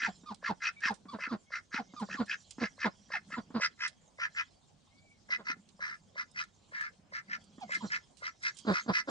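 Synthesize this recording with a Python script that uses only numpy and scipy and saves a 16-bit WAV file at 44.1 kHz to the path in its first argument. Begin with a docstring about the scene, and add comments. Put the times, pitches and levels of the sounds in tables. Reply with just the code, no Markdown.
"""An earthen yard among barrels, two microphone ports at arm's length from domestic ducks, about nine seconds.
From the start a far rumble, a wavering hum, a low murmur and treble twitter lie under the birds: shaped noise.
At once a drake rasps hoarsely in runs, flapped air bursts through resonances, and a duck clucks between:
a pop (a struck resonance), a falling whistle (a gliding tone) and a low grunt (pulses through a windpipe).
Soon bills and feet tick on the litter (short noise bursts), then a far bird whistles thinly now and again."""
import sys
import numpy as np
from scipy import signal
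from scipy.io import wavfile
from scipy.ndimage import uniform_filter1d

SR = 44100
rng = np.random.default_rng(int(sys.argv[2]) if len(sys.argv) > 2 else 0)


def unload_wav(signal):
    """Save mono or channel-first audio to the path in sys.argv[1] as 16-bit WAV at rate SR, clipped to [-1, 1]."""
    wavfile.write(
        sys.argv[1],
        SR,
        np.round(np.clip(np.atleast_2d(signal).T, -1, 1) * 32767).astype(np.int16),
    )


N = 401304
TIME = np.arange(N) / SR


def from_db(db):
    """Amplitude factor of a level in dB."""
    return 10 ** (np.asarray(db) / 20)


def rms_one(x):
    """Scale a signal to an rms of 1."""
    return x / np.sqrt(np.mean(x ** 2) + 1e-20)


def in_time(rows):
    """Columns of a table joined by straight lines in time."""
    s, *columns = np.transpose(rows)
    return [np.interp(TIME, s, column) for column in columns]


def played(calls, fade_s=0.0018):
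    """Columns of a list of calls, and a gate that is open only while one sounds."""
    gate = sum((TIME >= call[0][0]) & (TIME <= call[-1][0]) for call in calls).clip(0, 1)
    soft_gate = uniform_filter1d(gate * 1., max(int(fade_s * SR), 1))
    return *in_time(np.concatenate(calls)), soft_gate


def at_hz(points, hz):
    """Value of a (Hz, value) curve, straight over log frequency."""
    curve_hz, values = np.transpose(points)
    return np.interp(np.log(hz), np.log(curve_hz), values)


def drift(rate_hz):
    """Slow chance of spread 1, drawn at every 40th sample through two equal low-pass poles."""
    r = np.exp(-80 * np.pi * rate_hz / SR)
    chance = rng.standard_normal(N // 40 + 2002)
    slow = signal.lfilter([1], [1, -2 * r, r * r], chance)[2000:]   # settled part
    return np.interp(np.arange(N) / 40, np.arange(len(slow)), rms_one(slow))


def resonate(x, modes):
    """Parallel resonances of alternating sign, each applied twice so that the valleys stay dark."""
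    out = 0
    for k, (hz, width_hz, level_db) in enumerate(modes):
        r = np.exp(-np.pi * width_hz / SR)
        section = [(1 - r * r) / 2, 0, (r * r - 1) / 2, 1, -2 * r * np.cos(2 * np.pi * hz / SR), r * r]
        ringing = signal.sosfilt([section, section], x + 1e-18)
        out = out + (-1) ** k * from_db(level_db) * ringing
    return out


def clicks(rows):
    """A click train from (s, dB) rows."""
    out = np.zeros(N)
    out[[round(row[0] * SR) for row in rows]] = from_db([row[1] for row in rows])
    return out


def placed(x, lag_ms, pan_db):
    """Two microphone ports: the right one hears later, and the level difference is split between them."""
    right = np.interp(TIME - lag_ms / 1000, TIME, x)
    return np.array([x * from_db(pan_db / 2), right * from_db(-pan_db / 2)])


def arch(s, length, rise_s, fall_s, shoulder_db, edge_db):
    """Times and dB of a call that rises, swells to its middle and falls."""
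    times = np.array([s - rise_s, s, s + length / 2, s + length, s + length + fall_s])
    return times, np.array([edge_db, shoulder_db, 0, shoulder_db, edge_db])


def yard(level_db=-67, patchy_db=3.2, shared=.15):
    """Distant rumble and rustle in flickering half-octave noise bands, with a hum of narrow noise."""
    # Far spectrum. Each row: frequency in Hz, relative level in dB per Hz.
    spectrum = [(25, -10.5), (60, -8), (190, -2.5), (290, -12.5), (800, -13), (1500, -25), (3000, -24),
                (5500, -25.5), (8200, -29), (9700, -30), (10000, -55), (12000, -70)]
    # Its lean to the left port. Each row: frequency in Hz, left-right level in dB.
    balance = [(60, -4.5), (600, -2), (2000, -1.2), (5000, 10), (8500, -16.5)]
    # How alike the ports hear it. Each row: frequency in Hz, left-right likeness (1 is identical).
    likeness = [(60, 0.75), (300, 0.18), (1000, 0.2), (4000, .15), (9000, 0.087)]
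    # Hum. Each row: frequency in Hz, width in Hz, level in dB rms.
    hum_tones = [(54, 9.2, -88), (99, 14, -77.5)]
    out, together, edges = 0, drift(4.2), 25 * 2 ** np.arange(0, 9, .5)
    white = rng.standard_normal((2, 2, N))   # neighbouring bands take different noise
    for k, (low, high) in enumerate(zip(edges, edges[1:])):
        band = signal.butter(2, [low, high], "band", fs=SR, output="sos")
        mid, side = signal.sosfilt(band, white[k % 2])
        hz = np.sqrt(low * high)
        alike, pan_db = np.clip(at_hz(likeness, hz), -1, 1), at_hz(balance, hz)
        flicker_db = patchy_db * (shared * together + drift(12))
        gain = from_db(at_hz(spectrum, hz) + flicker_db + [[pan_db / 2], [-pan_db / 2]])
        out = out + gain * (np.sqrt(1 + alike) * mid + np.sqrt(1 - alike) * side * [[1], [-1]])
    hum = 0
    for hz, width_hz, db in hum_tones:
        hum = hum + from_db(db) * rms_one(resonate(white[0, 0], [(hz, width_hz, 0)]))
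    return from_db(level_db) * rms_one(out) + hum


def far_twitter():
    """Faint twitter and rustle in the treble: eight noise bands flicker apart under one level."""
    # Each row: time in seconds, mean level of the two ports in dB.
    twitter_level = [(0.0, -58.5), (0.35, -75), (1.59, -77), (2.1, -62), (4.26, -77.5), (4.38, -59),
                     (4.61, -79.5), (6.79, -73.5), (7.12, -86), (7.86, -57), (8.19, -77), (8.82, -54),
                     (9.0, -106), (9.1, -53)]
    air, twitter = rng.standard_normal(N), 0
    for chirp_hz in np.geomspace(3300, 7200, 8):
        twitter = twitter + resonate(air, [(chirp_hz, 450, 0)]) * from_db(5 * drift(12))
    return rms_one(twitter) * from_db(in_time(twitter_level)[0] + [[-2.5], [2.5]])


def low_murmur():
    """Dull, lumpy low noise that swells around the calls, like their reverberation."""
    # Each row: time in seconds, level in dB about which the lumps vary.
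    murmur_level = [(0.0, -64), (0.88, -79), (1.09, -63.5), (1.62, -85), (2.15, -56), (2.36, -81),
                    (3.57, -61.5), (3.7, -84), (4.99, -84.5), (5.47, -65.5), (6.54, -82), (7.83, -63),
                    (8.31, -83.5), (9.1, -65)]
    noise = rms_one(resonate(rng.standard_normal(N), [(188, 67, 6.5), (356, 750, -19)]))
    level_db = in_time(murmur_level)[0] + 4.1 * drift(15)
    return placed(noise * from_db(level_db), lag_ms=.1, pan_db=-2.2)


def rasp(s, length, db, gained_db, deep_db, upper_db, bill_db, hiss_db):
    """Control points of one rasp: the bill is widest in the middle, the windpipe comes forward at the end."""
    bill_shut_db, hiss_shut_db, windpipe_lingers_db = -16.5, 2.5, 2.5
    times, shape_db = arch(s, length, rise_s=0.032, fall_s=0.027, shoulder_db=-3, edge_db=-35)
    shut = np.abs(np.linspace(-1, 1, len(times)))
    lean = np.sign(times - times[2]) / 2   # -1/2 before the middle, 1/2 after
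    return np.transpose([times, db + shape_db + gained_db * lean, deep_db + windpipe_lingers_db * lean,
                         upper_db + 0 * shut, bill_db + bill_shut_db * shut, hiss_db + hiss_shut_db * shut])


def flapping(modes, phase, depth_db, slap_db, own_db):
    """Each flap slaps shut and lets out a gust that dies; every resonance also swells on its own."""
    slaps = np.diff(np.floor(phase), prepend=0) * from_db(slap_db + 1.3 * drift(60))
    gusts = from_db(-depth_db * (phase % 1)) * rng.standard_normal(N) + slaps
    out = 0
    for hz, width_hz, level_db in modes:
        swelling = gusts * from_db(own_db * drift(33))
        out = out + from_db(level_db) * rms_one(resonate(swelling, [(hz, width_hz, 0)]))
    return rms_one(out)


def drake(flaps_per_s=64, jitter_db=1.37):
    """Air bursts past an unevenly flapping membrane into windpipe, throat and bill, with hiss above."""
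    # Rasps. Each row: second at which it is nearly full, seconds it stays so, throat level in dB,
    # dB gained meanwhile, then in dB relative: windpipe, upper throat tone, bill, hiss.
    rasp_rows = [(0.006, 0.061, -28, 3.5, -16.5, -0.5, -8.5, -18),
                 (0.447, 0.039, -35, 2.0, -6, -1.5, -7, -14.5),
                 (0.63, 0.059, -30.5, -0.5, -10, -4, -3.5, -13.5),
                 (0.833, 0.05, -26, 7, -14.5, -8, -7.5, -16.5),
                 (1.204, 0.067, -38, 1.0, -4.5, -1, -8, -15.5), (1.528, 0.058, -40, -2.5, -4, 3, -8, -11),
                 (1.74, 0.043, -35.5, -2, -4, -0.9, -4.5, -10.5),
                 (2.107, 0.049, -37, 0, -10.5, -14, -6.5, -17),
                 (2.293, 0.049, -31.5, 6, -20.5, -11, -5, -17.5), (2.61, 0.058, -40, -2, -7.5, 3, -3, -10),
                 (2.805, 0.06, -35, 4, -10, -3.5, -6, -15), (3.121, 0.05, -33.5, 3.5, -11, -4, -8.5, -17.5),
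                 (3.316, 0.028, -38, 9, -8.5, 0.5, -10, -17),
                 (3.618, 0.044, -31.5, -3.5, -4.5, 3.5, -1.5, -5), (3.808, 0.058, -36, 3.5, -6, 2, 1, -8.5),
                 (4.206, 0.056, -33, -1.5, -8, 3.7, -4.5, -17.5),
                 (4.369, 0.043, -30, 3, -10, -0.5, -7.5, -18), (5.315, 0.037, -33, 0, -7, 9.5, -5, -12.5),
                 (5.472, 0.045, -33.5, 2.5, -6, 3, -7, -14), (5.821, 0.13, -41, -13, -3, 3, -15, -15.5),
                 (6.177, 0.046, -39.5, -1, -3.5, 4.5, -7.5, -11),
                 (6.371, 0.049, -36.5, 4.5, -7.5, 6, -3, -10),
                 (6.743, 0.133, -35, -3, -13, -4, -20.5, -22.5),
                 (7.143, 0.053, -37.5, -2.5, -9, 1, -16, -14.5),
                 (7.302, 0.051, -37.5, 8, -10, 3.5, -9.5, -16),
                 (7.711, 0.05, -34.6, 2.5, -9, 5.5, -9.5, -16.5),
                 (7.92, 0.046, -29, -1.5, -11, 3, -9.9, -16.5),
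                 (8.235, 0.055, -40.5, -0.5, -2, 5.5, -5, -10), (8.439, 0.051, -34.5, 3, -8, 4, -8, -6.5),
                 (8.741, 0.058, -34, -3.5, -3.5, 6.5, -8, -9), (8.938, 0.066, -32.5, -0.5, -7, 5.7, -5, -6)]
    # The bill snaps open before a rasp. Each row: second, strength in dB ahead of its resonances.
    snap_rows = [(0.428, -37), (1.187, -34), (1.505, -45), (2.088, -36), (2.78, -44), (3.103, -38),
                 (3.303, -44.5), (3.598, -28.5), (4.187, -39.5), (5.294, -42), (5.793, -41.5),
                 (6.157, -40.5), (6.722, -43.5), (7.123, -40.5), (7.693, -34.5), (8.221, -38.5)]
    # Where he stands. Each row: second, ms by which the right port lags, left-right level in dB,
    # left-right level of the hiss in dB.
    place = [(0, 0, 0, -1.5), (2.5, .02, 0, -2), (3.4, .04, 0, -2.5), (4.2, .18, .5, -3.5), (6, .22, 0, -5),
             (7.5, .32, .8, -4), (9.1, .22, 0, -6)]
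    # Resonances of throat, bill, windpipe and hiss. Each row: frequency in Hz, width in Hz, relative dB.
    throat_tones, bill_tones = [(1718, 270, 1.5), (2037, 159, -1.5)], [(2539, 220, 3), (2907, 230, -4.5), (3165, 180, -8)]
    windpipe_tones, hiss_tones = [(1037, 140, -10), (1367, 190, 5.5)], [(4000, 440, -6), (4500, 120, -7), (5090, 670, -0.5),
                                                    (5564, 550, -4.5), (7040, 170, -19.5)]

    level_db, deep_db, upper_db, bill_db, hiss_db, gate = played([rasp(*row) for row in rasp_rows])
    phase = np.cumsum(flaps_per_s * from_db(jitter_db * drift(30))) / SR   # in flaps
    windpipe = from_db(deep_db) * flapping(windpipe_tones, phase, depth_db=11, slap_db=12, own_db=2)
    lower, (hz, width_hz, db) = throat_tones
    throat = flapping([lower, (hz, width_hz, db + upper_db)], phase, depth_db=17, slap_db=16, own_db=2)
    bill = from_db(bill_db) * flapping(bill_tones, phase, depth_db=17, slap_db=16, own_db=2.5)
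    voice = from_db(level_db) * gate * (windpipe + throat + bill)
    hiss = flapping(hiss_tones, phase, depth_db=8, slap_db=10, own_db=3)
    hiss = from_db(level_db + hiss_db) * gate * hiss
    snap = resonate(clicks(snap_rows), [(560, 187, 32.2), (1065, 210, 30.7), (4660, 540, 8)])
    lag_ms, pan_db, hiss_pan_db = in_time(place)
    return placed(voice + snap, lag_ms, pan_db) + placed(hiss, lag_ms, hiss_pan_db)


def echoes(x, thin_hz=500, dull_hz=3500):
    """A few thin, dull reflections, a little later on the right."""
    # Ground and barrels. Each row: delay at the left port in seconds, level in dB.
    reflections = [(.0043, -11.5), (.011, -7), (0.021, -17), (.041, -32), (0.069, -36)]
    band = signal.butter(1, [thin_hz, dull_hz], "band", fs=SR, output="sos")
    dull, out = signal.sosfilt(band, x), np.zeros_like(x)
    for s, db in reflections:
        for side, stretch in enumerate((1, 1.13)):
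            lag = round(s * stretch * SR)
            out[side, lag:] += from_db(db) * dull[side, :-lag]
    return out


def pops(air_db=-10, air_t60_s=.12):
    """A closed windpipe lets go: a few low cycles, with a little air dying away."""
    # Each row: second at which a cluck begins, level in dB ahead of the resonances, pitch in Hz.
    pop_rows = [(0.029, -46, 234), (0.235, -46.5, 226), (0.857, -40.5, 210), (1.055, -43.5, 232.5),
                (1.274, -40.5, 236), (1.743, -33.5, 216.5), (1.937, -41, 238.4), (2.146, -38.5, 245),
                (2.583, -34, 237.4), (3.329, -44, 212.5), (3.504, -41, 230), (5.499, -42.5, 254),
                (7.581, -41.5, 226.3), (7.77, -46.5, 301.6), (8.65, -37, 265), (8.862, -37.5, 225.8)]
    out, kick, age = np.zeros(N), np.eye(1, SR // 10)[0], TIME[:SR // 10]
    for s, db, hz in pop_rows:
        air = resonate(rng.standard_normal(len(age)), [(950, 810, 9.5), (450, 370, 4.0)])
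        air = air * from_db(air_db - 60 * age / air_t60_s)
        cycles = resonate(kick, [(hz, 130, 42), (1100, 500, 10)])
        start = round(s * SR)
        out[start:start + len(kick)] += from_db(db) * (cycles + air)
    return out


def whistle(s, length, top_s, top_hz, db):
    """Control points of one whistle: holds its pitch, then falls steadily and dulls; it swells throughout."""
    fall_oct_per_s, dulls_db_per_s = 14, 345.5   # overtones fade as the pitch falls
    swell_db, edge_s, edge_db = 6, .005, -20
    age = np.array([-edge_s, 0, np.clip(top_s, 0, length), length, length + edge_s])
    level_db = db + swell_db * (age / length - .5) + edge_db * ((age < 0) | (age > length))
    falling_s = (age - top_s).clip(0)
    pitch_hz = top_hz * 2 ** (-fall_oct_per_s * falling_s)
    return np.transpose([s + age, pitch_hz, level_db, -dulls_db_per_s * falling_s])


def whistles(air_db=-12):
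    """A falling tone with weak overtones and some air."""
    # Each row: start in seconds, length in seconds, seconds on the top pitch, top pitch in Hz,
    # level in dB halfway through.
    whistle_rows = [(.062, 0.031, 0.0015, 960, -44.5), (.262, 0.064, 0.022, 1220, -48),
                    (.472, 0.041, 0.0036, 1180, -40), (.872, 0.039, 0.0016, 1170, -40.5),
                    (1.086, .016, 0.014, 1160, -50), (1.112, 0.031, 0.0027, 1200, -48.5),
                    (1.29, 0.051, 0.0038, 1330, -46.5), (1.77, 0.037, 0.0019, 1000, -45.5),
                    (1.965, 0.066, 0.02, 1220, -46.5), (2.174, 0.029, 0.0018, 1200, -44),
                    (2.825, 0.046, 0.0014, 1240, -44.5), (3.138, 0.027, 0.0013, 920, -45.5),
                    (3.352, 0.025, 0.0015, 1150, -51), (7.612, 0.027, 0.0016, 886, -45),
                    (7.808, 0.019, 0.0013, 1030, -47)]
    hz, level_db, dull_db, gate = played([whistle(*row) for row in whistle_rows])
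    turn = 2 * np.pi * np.cumsum(hz * (1 + 0.015 * drift(88))) / SR
    overtones = sum(from_db(db) * np.sin(k * turn) for k, db in ((2, -20), (3, -13.5), (4, -14)))
    tone = np.sqrt(2) * (np.sin(turn) + from_db(dull_db) * overtones)
    air = rms_one(resonate(rng.standard_normal(N), [(1119, 210, 0.0), (4240, 2100, -10.0)]))
    return from_db(level_db) * gate * (tone * from_db(2.9 * drift(70)) + from_db(air_db) * air)


def grunt(s, length, hz, db, over_db):
    """Control points of one grunt; sag runs from 1 to -1 and the overtones fade with it."""
    overtones_fade_db = 2.5   # from start to end
    times, shape_db = arch(s, length, rise_s=.012, fall_s=0.018, shoulder_db=-3, edge_db=-17.5)
    sag = 1 - 2 * (times - times[0]) / (times[-1] - times[0])
    return np.transpose([times, hz + 0 * sag, db + shape_db, over_db + overtones_fade_db * sag / 2, sag])


def grunts(breath_db=-28, chest_db=-18, hiss_db=-16, fall=0.18):
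    """A few low pulses through the windpipe, sagging in pitch; the body thumps below, air hisses above."""
    # Each row: second at which it is nearly full, seconds it stays so, middle pitch in Hz, level in dB,
    # overtones in dB relative.
    grunt_rows = [(0.085, 0.01, 206.5, -39, -8), (0.313, 0.012, 208.8, -40, -11.5),
                  (0.502, 0.015, 198.0, -33.5, -5.5), (0.908, 0.014, 209.0, -36, -7),
                  (1.142, 0.015, 215.0, -38.5, -6.5), (1.32, 0.027, 222.4, -32, -8.4),
                  (1.798, 0.013, 227.3, -38.5, -7.5), (2.02, 0.017, 209.9, -33, -11),
                  (2.202, 0.02, 233.0, -27.5, -9), (2.619, 0.023, 229.7, -30.5, -5),
                  (2.856, 0.017, 220.7, -29.5, -1), (3.382, 0.01, 223.0, -33, -6.5),
                  (3.554, 0.024, 226.5, -28.5, -6), (5.39, 0.024, 216, -55.5, 5.5),
                  (7.639, 0.022, 216, -51.5, -19), (7.836, 0.019, 206.3, -33.5, -9),
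                  (8.678, 0.045, 197.6, -27, -2), (8.891, 0.016, 202.2, -26.5, -1),
                  (9.086, 0.048, 228.5, -38, 5)]
    # Resonances of the windpipe. Each row: frequency in Hz, width in Hz, relative level in dB.
    tract = [(317, 79, 6.5), (486, 280, 1.5), (590, 840, -5.5), (1067, 140, 2.5), (1363, 406, -3.5),
             (1876, 300, -29)]
    hz, level_db, over_db, sag, gate = played([grunt(*row) for row in grunt_rows], fade_s=0.0027)
    phase = np.cumsum(hz * (1 + fall * sag + .03 * drift(70))) / SR   # in cycles
    pulses = np.diff(np.floor(phase - .2), prepend=0) * from_db(2.5 * drift(120))
    breath = rng.standard_normal(N) * (1 + np.cos(2 * np.pi * phase))
    overtones = rms_one(resonate(pulses + from_db(breath_db) * breath, tract))
    hiss = from_db(hiss_db) * rms_one(resonate(breath, [(3620, 1200, .5), (4800, 670, -2)]))
    thump = rms_one(resonate(rng.standard_normal(N), [(152.0, 71, 0), (85, 76, -5)]))
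    chest = from_db(chest_db) * thump
    swell = from_db(uniform_filter1d(level_db, SR // 130)) * gate   # pressure builds and falls smoothly
    fundamental = np.sqrt(2) * np.sin(2 * np.pi * phase)
    return swell * (fundamental + from_db(over_db) * (overtones + hiss) + chest)


def duck():
    """Clucks made of pops, whistles and grunts from one place."""
    # Where she stands. Each row: second, ms by which the right port lags, left-right level in dB.
    place = [(0, 0.032, -2), (3.6, .07, -1.9), (7.5, 0.16, -3.5), (9.1, 0.21, -2)]
    return placed(pops() + whistles() + grunts(), *in_time(place))


def ticks():
    """Bills and feet on litter: short dying bursts of bright noise."""
    # Each row: second, level in dB ahead of the resonances, left-right level in dB,
    # seconds to die by 60 dB, body near 3.7 kHz in dB relative.
    tick_rows = [(0.345, -49.5, -10, 0.027, 7.5), (0.805, -67.5, -28, 0.045, 11),
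                 (0.9127, -61, -23, 0.047, -5), (0.9403, -54.5, -17, 0.093, 2), (1.9975, -57, -17, 0.11, 3),
                 (2.2596, -61, -14, 0.092, 4), (2.4219, -68.5, -23, 0.057, -0.5),
                 (2.5082, -40, -8.5, 0.039, 2.5), (3.878, -44.5, -13, 0.055, 7.5),
                 (5.6886, -67, -16, 0.049, 13), (6.314, -60, -24, 0.03, -20.5),
                 (6.4384, -60.5, -10, 0.04, 15), (6.8093, -61, -19.5, 0.099, 10.5),
                 (7.4404, -59, -12, 0.053, -2), (7.604, -59, -13, 0.059, -5), (7.7212, -56, -21, 0.05, 7),
                 (7.7429, -54.5, -16, 0.14, 15), (8.0466, -71, -13, 0.079, -15),
                 (8.1703, -61, -15, 0.25, 4.5), (8.4261, -58.5, -20, 0.16, 6),
                 (8.545, -61, -18, 0.085, -19), (8.5692, -51, -12, 0.11, 3.5),
                 (8.5864, -48, -15.0, 0.087, 3.5), (8.725, -56, -17, 0.042, 6)]
    out, age = np.zeros((2, N + SR // 8)), TIME[:SR // 8]
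    for s, db, pan_db, t60_s, body_db in tick_rows:
        dying = from_db(db - 60 * age / np.clip(t60_s, .005, .3))
        noise = rng.standard_normal(len(age)) * dying
        burst = resonate(noise, [(8300, 7300, 0.61), (3680, 3500, body_db)])
        start = round(s * SR)
        out[:, start:start + len(age)] += burst * from_db([[pan_db / 2], [-pan_db / 2]])
    return out[:, :N]


def peep(s, length, hz, db):
    """Control points of one far whistle: pitch and level arch over the middle on a parabola."""
    arch_hz_per_s, edge_db = 1400, -14   # mean pitch slope of each half
    side = np.linspace(-1, 1, num=9)
    pitch_hz = hz - arch_hz_per_s * length / 2 * side ** 2
    return np.transpose([s + length * (side + 1) / 2, pitch_hz, db + edge_db * side ** 2])


def far_whistle():
    """A far bird's thin wavering tone, a quarter cycle apart at the two ports."""
    # Each row: start in seconds, length in seconds, pitch at the middle in Hz, level there in dB.
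    peep_rows = [(0.752, 0.073, 2294, -59), (1.444, 0.12, 2190, -72), (1.857, 0.079, 2145, -70),
                 (4.907, 0.293, 2300, -68), (7.63, .07, 2157, -70)]
    hz, level_db, gate = played([peep(*row) for row in peep_rows], fade_s=.015)
    turn = 2 * np.pi * np.cumsum(hz * (1 + 0.012 * drift(40))) / SR
    tone = np.exp(1j * turn) * from_db(level_db + 5.0 * drift(35)) * gate
    return np.sqrt(2) * np.array([tone.real, tone.imag])


def scene():
    """Near sounds with their echoes over the low murmur and the far sounds."""
    near = drake() + duck() + ticks()
    far = yard() + far_twitter() + far_whistle()
    return near + echoes(near) + low_murmur() + far


def record(dry):
    """A steep low-pass cuts the top."""
    return signal.sosfilt(signal.cheby2(12, 70, 11300, fs=SR, output="sos"), dry)   # stopband from 11300 Hz


dry = scene()
out = record(dry)
unload_wav(out)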